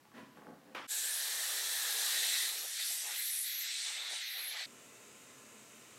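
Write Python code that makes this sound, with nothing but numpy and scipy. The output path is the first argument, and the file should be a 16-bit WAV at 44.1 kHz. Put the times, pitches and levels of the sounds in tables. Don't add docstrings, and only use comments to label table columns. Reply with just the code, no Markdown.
import sys
import numpy as np
from scipy import signal
from scipy.fft import rfft, irfft, next_fast_len
from scipy.io import wavfile
from scipy.ndimage import uniform_filter1d

SR = 44100
rng = np.random.default_rng(int(sys.argv[2]) if len(sys.argv) > 2 else 0)


def int16_out(signal):
    q = np.round(np.clip(np.atleast_2d(signal).T, -1, 1) * 32767)
    wavfile.write(sys.argv[1], SR, q.astype(np.int16))


N = 264114
AIR_ON_S, AIR_OFF_S = 0.8727, 4.661
FRAME, HOP = 512, 128
TIME = np.arange(N) / SR
FRAME_S = np.arange(N // HOP + 2) * HOP / SR
BIN_HZ = np.maximum(np.fft.rfftfreq(FRAME, 1 / SR), 1)[:, None]

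# f/Hz, T60/s
SHOP_T60 = [(150, 0.48), (1000, 0.61), (3000, 0.56), (7000, 0.74), (15000, 0.13)]
# t/s, unsteadiness, lowest resonance's width/Hz, rush corner f/Hz
GRAZE = [(.9, 0.57, 168, 446), (2.1, 0.62, 220, 440), (2.65, 1.1, 360, 387), (2.8, 1.1, 600, 680),
         (3.7, 0.73, 636, 550), (4.6, 1.17, 610, 566)]
# t/s, f/Hz, relative level/dB
AIM = [(.9, 1670, -0.5), (1.2, 1705, 4.5), (1.5, 1830, 3.5), (1.95, 1720, 1), (2.35, 1910, -2),
       (2.8, 1840, -5.5), (3.05, 1950, 4), (3.25, 1980, -2.5), (4.45, 2070, -4.5), (4.62, 1970, -1)]


def amp(db):
    return 10 ** (np.asarray(db) / 20)


def rms_one(x):
    return x / np.sqrt(np.mean(x ** 2) + 1e-20)


def follow(rows, times):
    s, *columns = np.transpose(rows)
    return [np.interp(times, s, c) for c in columns]


def at_hz(points, hz):
    f, value = np.transpose(points)
    return np.interp(np.log(np.maximum(hz, 1)), np.log(f), value)


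def drift(rate_hz):
    pole = np.exp(-80 * np.pi * rate_hz / SR)
    slow = signal.lfilter([1], [1, -2 * pole, pole * pole], rng.standard_normal(N // 40 + 2002))[2000:]
    bounded = 2 * np.tanh(rms_one(slow) / 1.7)
    return np.interp(np.arange(N) / 40, np.arange(len(slow)), bounded)


def steady_noise(spectrum):
    size = next_fast_len(N, True)
    gain = amp(at_hz(spectrum, np.fft.rfftfreq(size, 1 / SR)))
    return rms_one(irfft(rfft(rng.standard_normal(size)) * gain, size)[:N])


def moving_noise(gain):
    frames = signal.stft(rng.standard_normal(N), nperseg=FRAME, noverlap=FRAME - HOP)[2]
    return signal.istft(frames * gain[:, :frames.shape[1]], nperseg=FRAME, noverlap=FRAME - HOP)[1][:N]


def burst(start_s, t60):
    return (TIME >= start_s) * amp(np.maximum(-60 * np.abs(TIME - start_s) / t60, -300))


def swell(middle_s, length_s):
    return np.exp(-np.minimum((2 * (TIME - middle_s) / length_s) ** 2, 50))


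def reverberation(x, build_s=0.017):
    tail = moving_noise(amp(-60 * FRAME_S / at_hz(SHOP_T60, BIN_HZ)))[:SR]
    tail = tail * np.clip(TIME[:SR] / build_s, 0, 1) ** 2
    return signal.fftconvolve(x, tail / np.sqrt(np.sum(tail ** 2)))[:N]


def quiet_shop(level_db=-65.5):
    # f/Hz, relative level/dB
    spectrum = [(18, -63), (30, -56), (111, -6.5), (379, -8.5), (575, -17), (622, -15), (1140, -14),
                (1330, -16), (1910, -18), (2240, -20.5), (15500, -29.5)]
    return amp(level_db) * steady_noise(spectrum)


def ring(x, hz, t60):
    r = amp(-60 / (t60 * SR))
    feedback = [1, -2 * r * np.cos(2 * np.pi * hz / SR), r * r]
    return signal.lfilter((1 - r * r) / 2 * np.array([1, 0, -1]), feedback, x)


def knocks(push_db=-7, grit_db=-18.5, ring_db=10, room_db=-3):
    # t/s, relative level/dB, upper corner f/Hz, grit T60/s
    contacts = [(.054, -45.5, 2600, 0.017), (0.117, -45, 1800, 0.041), (0.227, -44, 288, 0.032),
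                (0.373, -41, 1500, .025), (0.386, -47, 500, .03), (.42, -38.5, 1900, 0.022),
                (.469, -35, 1500, 0.02)]
    # f/Hz, relative level/dB, T60/s
    modes = [(140, -15, 0.16), (220, -7, .15), (280, -2, 0.24), (492, 1, 0.11), (844, 3.5, 0.13),
             (1115, -1, 0.067), (1500, -6, 0.038)]
    force = 0
    for s, db, bright_hz, t60 in contacts:
        softness = signal.butter(4, [120, bright_hz], "band", fs=SR, output="sos")
        push = signal.sosfilt(softness, (np.arange(N) == round(s * SR)) + 1e-18)
        grit = burst(s, t60) * rms_one(signal.sosfilt(softness, rng.standard_normal(N)))
        force = force + amp(db) * (amp(push_db) * push / push.max() + amp(grit_db) * grit)
    wood = force + amp(ring_db) * sum(amp(db) * ring(force, hz, t60) for hz, db, t60 in modes)
    return wood + amp(room_db) * reverberation(wood)


def shuffle(room_db=-3):
    # middle t/s, duration/s, thud level/dB, scuff level/dB
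    slides = [(0.18, 0.075, -56, -55.5), (.375, 0.076, -62, -64.5), (0.488, 0.1, -54.5, -80),
              (0.7, .2, -63, -70)]
    # f/Hz, relative level/dB
    thud_spectrum = [(29, -62), (50, -35), (129, -17), (221, 2.5), (275, 0.5), (313, -8), (503, -5),
                     (721, -7.5), (800, -8), (1040, -28), (1760, -120)]
    scuff_spectrum = [(350, -24), (600, -18), (1030, -2), (1180, -7.5), (1840, -5), (2360, -14),
                      (2590, -10.5), (4880, -23), (14000, -33)]
    thud_gain = sum(amp(db) * swell(s, length_s) for s, length_s, db, _ in slides)
    scuff_gain = sum(amp(db) * swell(s, length_s) for s, length_s, _, db in slides)
    thud = steady_noise(thud_spectrum) * thud_gain * amp(1.1 * drift(25))
    scuff = steady_noise(scuff_spectrum) * scuff_gain * amp(1.1 * drift(70))
    return thud + scuff + amp(room_db) * reverberation(thud + scuff)


def thin_tone(hz=11380, level_db=-78):
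    return amp(level_db) * swell(middle_s=.365, length_s=.17) * np.sin(2 * np.pi * hz * TIME)


def clack(start_s=.748, hit_db=-32.5, crack_db=-56, room_db=-41, rise_s=0.004, build_s=0.021):
    # f/Hz, relative level/dB
    spectrum = [(100, -39), (170, -24), (278, 3), (400, -13), (520, -2.5), (700, -9), (850, -3.5),
                (1200, -1), (1800, -4), (2400, -5), (3300, -7.5), (4000, -16), (5000, -17.5), (7600, -28.5),
                (15000, -32)]
    age_s = TIME - start_s
    hit = amp(hit_db) * burst(start_s, t60=0.044) * np.clip(age_s / rise_s, 0, 1) * steady_noise(spectrum)
    crack = amp(crack_db) * burst(start_s, t60=0.017) * rng.standard_normal(N)
    decay = amp(-60 * np.maximum(FRAME_S - start_s, 0) / at_hz(SHOP_T60, BIN_HZ))
    wash = moving_noise(rms_one(amp(at_hz(spectrum, BIN_HZ))) * decay)
    return hit + crack + amp(room_db) * wash * np.clip(age_s / build_s, 0, 1)


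def unsteadiness(times):
    return follow(GRAZE, times)[0]


def flutter(depth_db, rate_hz):
    return amp(depth_db * unsteadiness(TIME) * drift(rate_hz))


def wander(share, rate_hz):
    return 1 + share * unsteadiness(FRAME_S) * np.interp(FRAME_S, TIME, drift(rate_hz))


def turbulence(power, patchy_db, eddy_frames=12, eddy_bins=6):
    eddies = rng.standard_normal(power.shape)
    for _ in range(2):
        eddies = uniform_filter1d(uniform_filter1d(eddies, eddy_frames, axis=1), eddy_bins, axis=0)
    power = power * amp(patchy_db * unsteadiness(FRAME_S) * rms_one(eddies)) ** 2
    return moving_noise(np.sqrt(power / power.mean(axis=0)))


def resonance(hz, width_hz):
    return 1 / (1 + ((BIN_HZ ** 2 - hz ** 2) / (BIN_HZ * width_hz)) ** 2)


def rolloff(ratio, exponent):
    return 1 / (1 + ratio ** exponent)


def rush(bass_db=-15, puff_db=3):
    # f/Hz, relative level/dB
    spectrum = [(100, -34), (220, -2.5), (420, 3.5), (560, 2.5), (790, 1.5), (1080, 2), (1400, 5),
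                (2200, -12), (5000, -26)]
    # t/s, level/dB
    levels = [(.92, -62), (1.5, -53), (1.7, -55.5), (1.97, -51.5), (2.45, -57.5), (2.65, -56.5),
              (2.72, -71.5), (3.4, -74), (4.6, -70.5)]
    # middle t/s, duration/s, level/dB
    puffs = [(2.806, 0.02, -60.5), (2.91, 0.024, -62), (3.098, 0.12, -55), (3.893, 0.061, -57),
             (4.018, 0.11, -57.5), (4.123, 0.1, -58), (4.414, 0.1, -59.5), (4.574, .11, -57)]
    graze, _, corner_hz = follow(GRAZE, FRAME_S)
    body = amp(at_hz(spectrum, BIN_HZ)) ** 2 * (rolloff(corner_hz / BIN_HZ, 8) + amp(bass_db) ** 2)
    puff = (amp(puff_db) * graze * resonance(hz=790, width_hz=420)) ** 2
    gain = amp(follow(levels, TIME)[0]) + sum(amp(db) * swell(s, length_s) for s, length_s, db in puffs)
    return turbulence(body + puff, patchy_db=4.0) * gain * flutter(1.1, rate_hz=19)


def hollow_resonances(turned, lower_hz=1480, upper_hz=5400, dulling_hz=600):
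    # f/Hz, width/Hz, relative level/dB
    fixed_modes = [(3633, 490, -1.5), (4050, 650, -.5), (2520, 740, -11.5)]
    # t/s, level/dB
    levels = [(0.92, -45), (2.01, -40.5), (2.19, -37), (2.39, -37.5), (2.63, -48.5), (2.75, -48),
              (2.81, -39.5), (2.97, -53.5), (3.16, -43), (3.36, -47.5), (3.42, -53.5), (3.47, -43.5),
              (3.6, -46.5), (3.64, -43), (4.39, -43), (4.45, -46.5), (4.61, -42), (4.65, -46)]
    lowest_hz, lowest_db = follow(AIM, FRAME_S)
    _, lowest_width_hz, _ = follow(GRAZE, FRAME_S)
    modes = resonance(lowest_hz, lowest_width_hz) * amp(lowest_db) ** 2
    modes = modes + sum(resonance(hz, width_hz) * amp(db) ** 2 for hz, width_hz, db in fixed_modes)
    band = rolloff(lower_hz / BIN_HZ, 14) * rolloff(BIN_HZ / (upper_hz - dulling_hz * turned), 12)
    gain = amp(follow(levels, TIME)[0]) * flutter(0.5, rate_hz=42)
    return turbulence(modes * band, patchy_db=1.8) * gain


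def hiss(edge_hz, turned, crest_db=-2, floor_db=-22, comb_depth=0.16):
    # f/Hz, relative level/dB
    spectrum = [(200, -33), (700, -20.5), (1500, -19.5), (3000, -5.5), (4900, -2), (5700, 2.5), (6600, 0),
                (7900, 2.5), (9500, 1), (12000, -14), (16000, -10)]
    # t/s, level/dB
    levels = [(0.92, -42.5), (1.06, -43), (1.21, -41), (1.96, -40), (1.99, -38), (2.45, -38), (2.5, -44),
              (2.69, -45), (2.89, -39), (3.15, -44.5), (3.42, -45.5), (3.47, -48.5), (3.86, -41.5),
              (4.04, -52.5), (4.13, -44.5), (4.41, -59), (4.62, -50.5), (4.65, -55)]
    edge_hz = edge_hz * wander(share=0.056, rate_hz=25)
    crest = amp(crest_db) ** 2 * resonance(0.97 * edge_hz, width_hz=890) ** 2
    top = rolloff(BIN_HZ / edge_hz, 30) + amp(floor_db) ** 2 + crest
    lowest_hz, _ = follow(AIM, FRAME_S)
    comb = 1 + comb_depth * turned * np.cos(2 * np.pi * BIN_HZ / lowest_hz)
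    gain = amp(follow(levels, TIME)[0]) * flutter(0.56, rate_hz=35)
    return turbulence(amp(at_hz(spectrum, BIN_HZ)) ** 2 * top * comb, patchy_db=1.5) * gain


def sizzle_band(hz, width_hz, ceiling_hz=12700):
    power = resonance(hz, width_hz) ** 2 * rolloff(BIN_HZ / ceiling_hz, 40)
    return power / power.sum(axis=0)


def flare(start_s, end_s, rise_s=0.1, fall_s=0.081):
    outside = np.maximum(start_s - FRAME_S, 0) / rise_s + np.maximum(FRAME_S - end_s, 0) / fall_s
    return amp(-20 * np.minimum(outside, 10))


def sizzle_and_spray():
    # t/s, sizzle level/dB, spray level/dB
    fizz = [(.9, -48, -45.5), (1.65, -54, -43.5), (2.0, -47, -42.5), (2.5, -48, -45), (2.78, -52.5, -55),
            (3.15, -48.5, -57), (3.72, -63, -62), (4.65, -65, -68)]
    # start t/s, end t/s, first f/Hz, last f/Hz, width/Hz, sizzle level/dB, swell/dB, spray level/dB
    flares = [(0.898, 1.18, 7500, 11000, 2100, -41, -2.5, -66),
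              (2.86, 2.952, 11300, 11400, 1500, -44.5, 0, -49),
              (3.187, 3.31, 11800, 11500, 1900, -42, 6, -44),
              (3.347, 3.426, 10900, 10300, 3100, -38.5, 1, -70),
              (3.46, 3.616, 11900, 12000, 950, -42, 3, -49),
              (4.3, 4.488, 12000, 11000, 1000, -48.5, 9, -51)]
    # f/Hz, relative level/dB
    spray_spectrum = [(2000, -32), (8000, 4.5), (11000, 10.5), (12200, 13.5), (13300, 5), (16000, 1.5)]
    fizz_db, fine_db = follow(fizz, FRAME_S)
    fizz_hz = 11570 * wander(share=.014, rate_hz=43)
    power = sizzle_band(fizz_hz, width_hz=1100) * amp(fizz_db) ** 2
    spray_power = amp(fine_db) ** 2
    tremble = wander(share=.035, rate_hz=30)
    for start_s, end_s, first_hz, last_hz, width_hz, db, swell_db, spray_db in flares:
        progress = np.clip((FRAME_S - start_s) / (end_s - start_s), 0, 1)
        envelope = flare(start_s, end_s)
        gain = amp(db + swell_db * (progress - .5)) * envelope
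        glide_hz = first_hz + (last_hz - first_hz) * progress ** 3
        power = power + gain ** 2 * sizzle_band(tremble * glide_hz, width_hz)
        spray_power = spray_power + (amp(spray_db) * envelope) ** 2
    sizzle = turbulence(power, patchy_db=2.5) * np.interp(TIME, FRAME_S, np.sqrt(power.sum(axis=0)))
    spray = steady_noise(spray_spectrum) * np.interp(TIME, FRAME_S, np.sqrt(spray_power))
    return sizzle * flutter(0.76, rate_hz=35) + spray * flutter(1.1, rate_hz=35)


def reflections(x, sway_s=0.00016, sway_hz=1.01):
    # delay/s, relative level/dB
    echoes = [(.0014, -20), (.0025, -21), (.0046, -23), (.0083, -15)]
    oversampled = signal.resample_poly(x, 2, 1)
    for mean_delay_s, db in echoes:
        delay_s = mean_delay_s + sway_s * drift(sway_hz)
        echo = np.interp(2 * SR * (TIME - delay_s), np.arange(len(oversampled)), oversampled)
        x = x + amp(db) * unsteadiness(TIME) * echo
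    return x


def blow_gun(square_hz=11000, turned_hz=7500, room_db=-14, low_cut_hz=135, open_s=0.044, close_s=0.0022):
    # t/s, f/Hz
    hiss_edge = [(.9, 10200), (1.5, 11800), (3.0, 11700), (3.4, 9600), (3.53, 6650), (3.85, 9800),
                 (3.97, 8700), (4.17, 9360), (4.26, 6300), (4.48, 6060), (4.62, 9200)]
    edge_hz, = follow(hiss_edge, FRAME_S)
    turned = np.clip((square_hz - edge_hz) / (square_hz - turned_hz), 0, 1)
    air = rush() + hollow_resonances(turned) + hiss(edge_hz, turned) + sizzle_and_spray()
    air = reflections(air * flutter(0.18, rate_hz=50))
    air = air + amp(room_db) * reverberation(air)
    air = signal.sosfilt(signal.butter(4, low_cut_hz, "high", fs=SR, output="sos"), air)
    gate = np.clip((TIME - AIR_ON_S) / open_s, 0, 1) ** 1.3 * np.clip((AIR_OFF_S - TIME) / close_s, 0, 1)
    return air * gate


def machine_and_leak(low_db=-63, leak_db=-63, room_db=-2):
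    # f/Hz, relative level/dB
    low_spectrum = [(30, -40), (55, -20), (85, -21), (118, -3), (180, -6), (233, 0), (300, -4.5),
                    (470, -4.5), (620, -5.5), (780, -13.5), (1050, -10), (1350, -10), (1650, -11.5),
                    (2300, -9), (2950, -10), (3400, -20.5), (5000, -43)]
    leak_spectrum = [(2500, -8), (3400, -4), (3750, 0), (4400, -4.5), (5900, -2.5), (6500, 2.5),
                     (7600, 1.5), (8700, 0), (9700, -6), (11000, -5.5), (13000, -7), (15500, -12)]
    # f/Hz, level/dB
    partials = [(231.5, -77), (463.0, -76), (1039, -73.5), (1351, -74), (2019, -84), (3704, -79)]
    noise = amp(low_db) * steady_noise(low_spectrum) + amp(leak_db) * steady_noise(leak_spectrum)
    hum = sum(amp(db + 1.2 * drift(6.7)) * np.sin(2 * np.pi * hz * TIME + .5 * drift(3.2))
              for hz, db in partials)
    return noise + amp(room_db) * reverberation(noise) + hum


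def scene(under_jet_db=-27):
    handling = quiet_shop() + knocks() + shuffle() + thin_tone() + clack()
    before_jet = np.clip((AIR_ON_S - TIME) / 0.0089, 0, 1)
    after_jet = np.clip((TIME - AIR_OFF_S) / 0.0018 + 1, 0, 1)
    shop_gain = np.maximum(after_jet, amp(under_jet_db) * (1 - before_jet))
    mono = before_jet * handling + blow_gun() + shop_gain * machine_and_leak()
    return np.array([mono, mono])


def record(dry, low_hz=55, high_hz=15800):
    thin = signal.sosfilt(signal.butter(2, low_hz, "high", fs=SR, output="sos"), dry)
    return signal.sosfilt(signal.ellip(12, .1, 70, high_hz, fs=SR, output="sos"), thin)


dry = scene()
out = record(dry)
int16_out(out)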